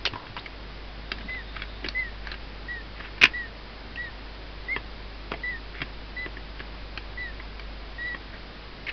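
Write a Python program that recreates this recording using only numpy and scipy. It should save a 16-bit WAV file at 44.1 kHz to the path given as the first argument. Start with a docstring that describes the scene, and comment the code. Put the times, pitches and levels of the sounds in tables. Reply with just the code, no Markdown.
"""Air-driven block machine on a desk

Small room, a narrow-band camera microphone near the desk. A hand rocks the lever of a machine of
plastic building blocks, and each stroke draws a thin stick-slip squeak from a sliding seal.
Lever and loose bricks click and rub, a little air seeps out, and once a part snaps over with a
loud clatter. Low bumps of the camera being handled, room hiss and mains hum lie behind it."""
import sys
import numpy as np
from scipy import signal
from scipy.fft import rfft, irfft
from scipy.io import wavfile

SR = 44100
rng = np.random.default_rng(int(sys.argv[2]) if len(sys.argv) > 2 else 0)


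def waveform_to_disk(signal):
    """Save audio, clipped to [-1, 1], as 16-bit WAV at the path in sys.argv[1]."""
    frames = np.transpose(np.atleast_2d(signal))
    scaled = np.clip(frames, -1, 1) * 32767
    samples = np.round(scaled).astype(np.int16)
    wavfile.write(sys.argv[1], SR, samples)


N = 393372

# Seal strokes, foreground: start t/s, end t/s, time to crest t/s, crest f/Hz, climb to it f/Hz,
# sag after it/(Hz/s), crest level/dB, swell around the crest/dB
STROKES = [(1.283, 1.425, 0.071, 2046, 25, 4000, -34, 0),
           (1.947, 2.099, 0.051, 2067, 64.6, 2900, -23.5, 8.5),
           (2.682, 2.817, 0.037, 1953, 65, 1830, -34, 1.5), (3.334, 3.474, 0.043, 1970, 55, 1900, -30.5, 3),
           (3.971, 4.099, 0.05, 1958, 70, 2230, -34.5, 0.5),
           (4.682, 4.761, 0.051, 2170, 220, 6000, -25.5, 7.5),
           (5.433, 5.576, .062, 2005, 55, 2800, -30.5, 0.5),
           (6.164, 6.266, 0.063, 2024, 75, 1800, -36, -2.5),
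           (7.173, 7.311, 0.057, 1993, 30, 2900, -33.5, 1.5),
           (7.981, 8.153, 0.094, 1971, 85, 750, -31.5, 5.5)]


def seal_squeaks(jitter=.005, flutter_db=.54, edge_s=.0038, grip_db=3, fade_db_per_hz=.042):
    """The seal sticks and slips in a near-pure tone that climbs to a crest, then sags and fades."""
    out = np.zeros(N)
    for start, end, crest_s, crest_hz, climb_hz, sag_hz_per_s, db, swell_db in STROKES:
        length = end - start
        t = np.arange(0, length, 1 / SR)
        climb_left = np.maximum(1 - t / crest_s, 0)
        sag_hz = sag_hz_per_s * np.maximum(t - crest_s, 0)
        hz = (crest_hz - climb_hz * climb_left - sag_hz) * (1 + jitter * wander(len(t), 64))
        phase = 2 * np.pi * np.cumsum(hz) / SR
        # the octave grows with use, 1 dB a second, and wavers as the grip comes and goes
        octave_db = -58.5 + start + grip_db * wander(len(t), 25)
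        tone = gain_of(db) * np.sin(phase) + gain_of(octave_db) * np.sin(2 * phase)
        gate = np.clip(np.minimum(t, length - t) / edge_s, 0, 1)
        off_crest = np.minimum(abs(1 - t / crest_s), 1)
        shape_db = flutter_db * wander(len(t), 60) - swell_db * off_crest - fade_db_per_hz * sag_hz
        add(out, start, np.sqrt(2) * tone * gate * gain_of(shape_db))
    return out


# Blows of the part that snaps over: t/s, relative level/dB
PART_BLOWS = [(3.214, -13.5), (3.2178, -8.5), (3.2268, -8.5), (3.2352, -3.5), (3.2392, .5), (3.2519, -12),
              (3.2555, -7.5)]
# Its ring, a broad bark and a few lingering modes: f/Hz, width/Hz, relative level/dB
PART_MODES = [(120, 180, -7.5), (300, 670, -17.5), (980, 280, -29), (1610, 160, -4), (1760, 49, -1),
              (2410, 320, 7), (2260, 25, -7), (2540, 37, -13), (3820, 100, -28), (5000, 2100, -26.5),
              (2900, 23, -16), (1710, 36, -21)]


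def clatter(energy_db=16.5, t60=.0086, rattle=.97, rebound_s=.0028, rebound_db=-10.5):
    """A stiff part snaps over and bounces; each blow rings the same modes and rebounds once."""
    out = np.zeros(N)
    for start, db in PART_BLOWS:
        for delay, drop_db in ((0, 0), (rebound_s, rebound_db)):
            add(out, start + delay, struck(contact(t60, rattle), PART_MODES, db + energy_db + drop_db))
    return out


# Lever and brick contacts: t/s, relative level/dB, hardness/0-1, the piece's own f/Hz, its share/dB
CONTACTS = [(0.0529, -16, 0.93, 4700, 4.5), (.074, -28.5, 0.96, 2700, 8), (0.135, -28, 0.04, 929, -8),
            (.157, -35, 0.03, 1000, 16), (0.3659, -27.5, 0.64, 1040, 3.5), (0.375, -30, 0.1, 1370, 2),
            (.4604, -34.5, 0.6, 2070, 12), (1.117, -16.5, 0.69, 2130, -7), (1.1844, -34, 0.66, 1770, 3.5),
            (1.5645, -25.5, 0.43, 1240, -3), (1.6196, -22.5, 0.49, 3360, 0), (1.844, -22.5, 0.29, 2260, 5),
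            (1.8614, -24, 0.5, 1800, -8), (1.886, -24, 1, 4150, -8), (2.271, -33, 0.87, 1595, 12.5),
            (2.3166, -25.5, 0.54, 4150, -.5), (2.3408, -29, .45, 1530, 1),
            (3.0017, -36.5, 0.08, 1780, 11.5), (3.047, -34, 0.4, 2520, 5), (3.1794, -31, .35, 2370, 2.5),
            (3.9585, -33, 0.4, 2600, 7.5), (4.7623, -17.5, 0.21, 1730, 4), (5.3173, -22, 0.03, 1350, -0.5),
            (5.3377, -26, 0.24, 2100, 3.5), (5.8168, -16.5, .38, 1780, -6), (6.2609, -27, 0.07, 1710, 4),
            (6.3695, -35, 0.3, 1780, 10), (6.5939, -30.5, 0.32, 2290, 4), (6.6018, -26, 0.37, 1550, 1.5),
            (6.975, -22.5, 0.6, 2500, 3), (7.3986, -37, .1, 2010, 9.5), (7.5955, -29.5, .6, 2330, 5),
            (8.1455, -28.5, .1, 1900, 3.5), (8.867, -31, 0.44, 2170, 9.5), (8.8843, -28.5, 0.47, 2010, 6),
            (8.893, -26.5, 0.55, 2600, 6)]
# Modes of the bricks, the base plate on the desk and the hard edges: f/Hz, width/Hz, relative level/dB
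BRICK_MODES = [(1177, 370, 0.5), (1686, 230, 4.5), (1900, 180, 0.5), (2330, 440, 1.5), (2800, 220, 1),
               (3220, 150, -1)]
BASE_MODES = [(110, 26, -8), (178, 80, -1.5), (356, 80, 1.5), (553, 180, -6), (840, 240, -10.5),
              (1113, 134, 2.5)]
EDGE_MODES = [(4000, 600, -2.5), (4700, 350, 3.5), (4950, 710, -3.5)]


def clicks(bricks_db=17, piece_db=14, piece_width_hz=150, rattle=1.1):
    """A contact rings the piece and nearby bricks; soft ones thud the base, hard ones tick the edges."""
    out = np.zeros(N)
    for start, db, hardness, hz, own_db in CONTACTS:
        thud_db = np.interp(hardness, [0, 1], [22, -3.5])
        tick_db = np.interp(hardness, [0, 1], [-10, 20])
        t60 = np.interp(hardness, [0, 1], [.034, .018])
        push = contact(t60, rattle)
        piece_mode = [(hz, piece_width_hz, 0)]
        for modes, share_db in ((BRICK_MODES, bricks_db), (BASE_MODES, thud_db),
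                                (EDGE_MODES, tick_db), (piece_mode, piece_db + own_db)):
            add(out, start, struck(push, modes, db + share_db))
    return out


# Handling noise, low bumps of the camera being handled, and fingers and plastic rubbing on the machine:
# t/s, length/s, level/dB, centre f/Hz
BUMPS_AND_RUBS = [(.055, 0.024, -25, 2800), (.056, 0.024, -34.5, 504), (.114, 0.032, -38, 148.8),
                  (0.291, 0.037, -43, 110), (0.165, 0.11, -47.5, 970), (1.131, 0.22, -46.5, 208),
                  (1.526, 0.14, -45, 1900), (1.819, 0.081, -44, 300), (2.234, 0.1, -46.5, 1850),
                  (2.947, 0.16, -47, 2000), (5.306, .048, -40.5, 714), (5.728, .13, -42.5, 1980),
                  (5.79, .05, -41, 160), (8.321, 0.052, -46, 1770), (8.863, 0.053, -36, 2100)]


def handling_noise(grain_db=4, q=1.82):
    """Low camera bumps and rubs on the machine: each is brief grainy noise in one broad resonance."""
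    out = np.zeros(N)
    for start, length, db, hz in BUMPS_AND_RUBS:
        size = round(length * SR)
        grains = rng.standard_normal(size) * gain_of(grain_db * wander(size, 250))
        body = [(hz, hz / q, 0)]
        add(out, start, swelled(ring(ring(grains, body), body), db))
    return out


def catches(per_s=14, energy_db=-15.5, t60=.028, rattle=1.5):
    """The bricks catch with a faint tap at random moments of the longer handling noises."""
    out = np.zeros(N)
    for start, length, _, _ in BUMPS_AND_RUBS:
        for fraction in rng.random(int(length * per_s)):
            add(out, start + fraction * length, struck(contact(t60, rattle), BRICK_MODES, energy_db))
    return out


# One quick slide: t/s, length/s, first f/Hz, last f/Hz, level/dB
SLIDE = [(.370, .034, 1900, 4600, -40.5)]


def scrape(roughness=.12):
    """Plastic slides faster and faster: a rough rising chirp."""
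    start, length, first_hz, last_hz, db = SLIDE[0]
    size, out = round(length * SR), np.zeros(N)
    hz = np.linspace(first_hz, last_hz, size) * (1 + roughness * wander(size, 900))
    add(out, start, swelled(np.sin(2 * np.pi * np.cumsum(hz) / SR), db))
    return out


def air_leak(start_s=.94, length_s=1.1, db=-55.5, hz=3690, width_hz=450):
    """Air seeps through a narrow gap with a faint, thin hiss."""
    out = np.zeros(N)
    gap = [(hz, width_hz, 0)]
    flow = rng.standard_normal(round(length_s * SR))
    add(out, start_s, swelled(ring(ring(flow, gap), gap), db))
    return out


# Near echoes off the desk and its clutter: delay t/s, level/dB
DESK_ECHOES = [(.0031, -23), (.0074, -21), (.0135, -19)]
# Decay of the small room: f/Hz, t60/s
ROOM_DECAY = [(200, 0.21), (1000, 0.11), (2500, 0.11), (6000, 0.094)]


def room(x, wet_db=-15):
    """The direct sound reaches the microphone with a few near reflections and a short diffuse tail."""
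    size = SR // 2
    reflections = rng.standard_normal(size) * (rng.random(size) < .1)
    reflections *= np.arange(size) > SR * .005  # the tail starts 5 ms late
    hz, t, spectrum = signal.stft(reflections, SR, nperseg=256)
    decay = gain_of(-60 * t / read(ROOM_DECAY, hz)[:, None])
    tail = signal.istft(spectrum * decay, SR, nperseg=256)[1]
    response = gain_of(wet_db) * tail / np.linalg.norm(tail)
    for delay, db in DESK_ECHOES:
        response[round(delay * SR)] += gain_of(db)
    return x + signal.fftconvolve(x, response)[:N]


# Room tone behind the machine: f/Hz, relative level/dB
HISS_SPECTRUM = [(20, -3), (35, -11), (70, -11.5), (140, -13), (340, -14.5), (700, -18), (1400, -20.5),
                 (2000, -20.5), (3000, -23.5), (4000, -24.5), (5100, -26), (5450, -39), (6000, -47.5),
                 (6400, -82.5)]


def room_hiss(db=-43):
    """The steady, dull hiss of the room."""
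    colour = gain_of(read(HISS_SPECTRUM, np.fft.rfftfreq(N, 1 / SR)))
    noise = irfft(rfft(rng.standard_normal(N)) * colour, N)
    return unit_rms(noise) * gain_of(db)


# Hum, changing as the microphone moves about: t/s, level/dB
HUM_LEVELS = [(0.0, -40.5), (0.2, -52.5), (0.6, -42.5), (1.9, -39.5), (3.7, -44), (4.4, -42), (7.7, -40.5),
              (8.92, -47.5)]


def mains_hum(hz=50, octave_db=-17):
    """The mains hums with a weak octave, slowly swelling and sinking."""
    t = np.arange(N) / SR
    phase = 2 * np.pi * hz * t
    gain = gain_of(np.interp(t, *np.transpose(HUM_LEVELS)))
    return np.sqrt(2) * gain * (np.sin(phase) + gain_of(octave_db) * np.sin(2 * phase))


def contact(t60, rattle, rise_s=.00098):
    """One push, then a chatter of tiny contacts that builds as the pieces seat and dies away."""
    t = np.arange(SR // 6) / SR
    chatter = rng.standard_normal(len(t)) * (1 - np.exp(-t / rise_s))
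    chatter *= gain_of(-60 * t / t60)
    return (t == 0) + rattle * chatter / np.linalg.norm(chatter)


def ring(x, modes):
    """Passes x through parallel damped resonances of alternating sign."""
    return sum((-1) ** k * gain_of(db) * signal.lfilter(*signal.iirpeak(hz, hz / width, SR), x)
               for k, (hz, width, db) in enumerate(modes))


def struck(push, modes, energy_db):
    """The ring of a set of modes after a push, scaled to a given energy."""
    sound = ring(push, modes)
    return gain_of(energy_db) * sound / np.linalg.norm(sound)


def swelled(x, db):
    """Fades a sound in, holds it at a level and fades it out."""
    return gain_of(db) * unit_rms(x) * signal.windows.tukey(len(x), .5)


def wander(size, rate_hz):
    """Smooth random drift of rms 1, rolling off above the rate."""
    hz = np.fft.rfftfreq(size, 1 / SR)
    lowpass = np.exp(-(hz / rate_hz) ** 2) * (hz > 0)
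    return unit_rms(irfft(rfft(rng.standard_normal(size)) * lowpass, size))


def gain_of(db):
    """Decibels to a factor."""
    return 10 ** (np.asarray(db) / 20)


def unit_rms(x):
    """Scales to rms 1."""
    return x / np.sqrt(np.mean(x ** 2) + 1e-20)


def read(points, hz):
    """Interpolates a table on a log-frequency axis."""
    f, value = np.transpose(points)
    return np.interp(np.log(hz + 1), np.log(f + 1), value)


def add(mix, start_s, sound):
    """Mixes a sound in at its start time."""
    part = mix[max(round(start_s * SR), 0):][:len(sound)]
    part += sound[:len(part)]


def scene():
    """The machine and handling noise in the room, over hiss and hum."""
    near = room(seal_squeaks() + clicks() + clatter() + handling_noise()
                + catches() + scrape() + air_leak())
    # the microphone loses the top treble
    near = signal.sosfilt(signal.butter(N=12, Wn=5400, fs=SR, output="sos"), near)
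    return (near + room_hiss() + mains_hum())[None]


def record(dry, ceiling=.98, cutoff_hz=6450):
    """Peaks beyond the ceiling are clipped flat, then the band is limited."""
    lowpass = signal.firwin(511, cutoff_hz, window=("kaiser", 9), fs=SR)
    return signal.oaconvolve(np.clip(dry, -ceiling, ceiling), lowpass[None], "same")


dry = scene()
out = record(dry)
waveform_to_disk(out)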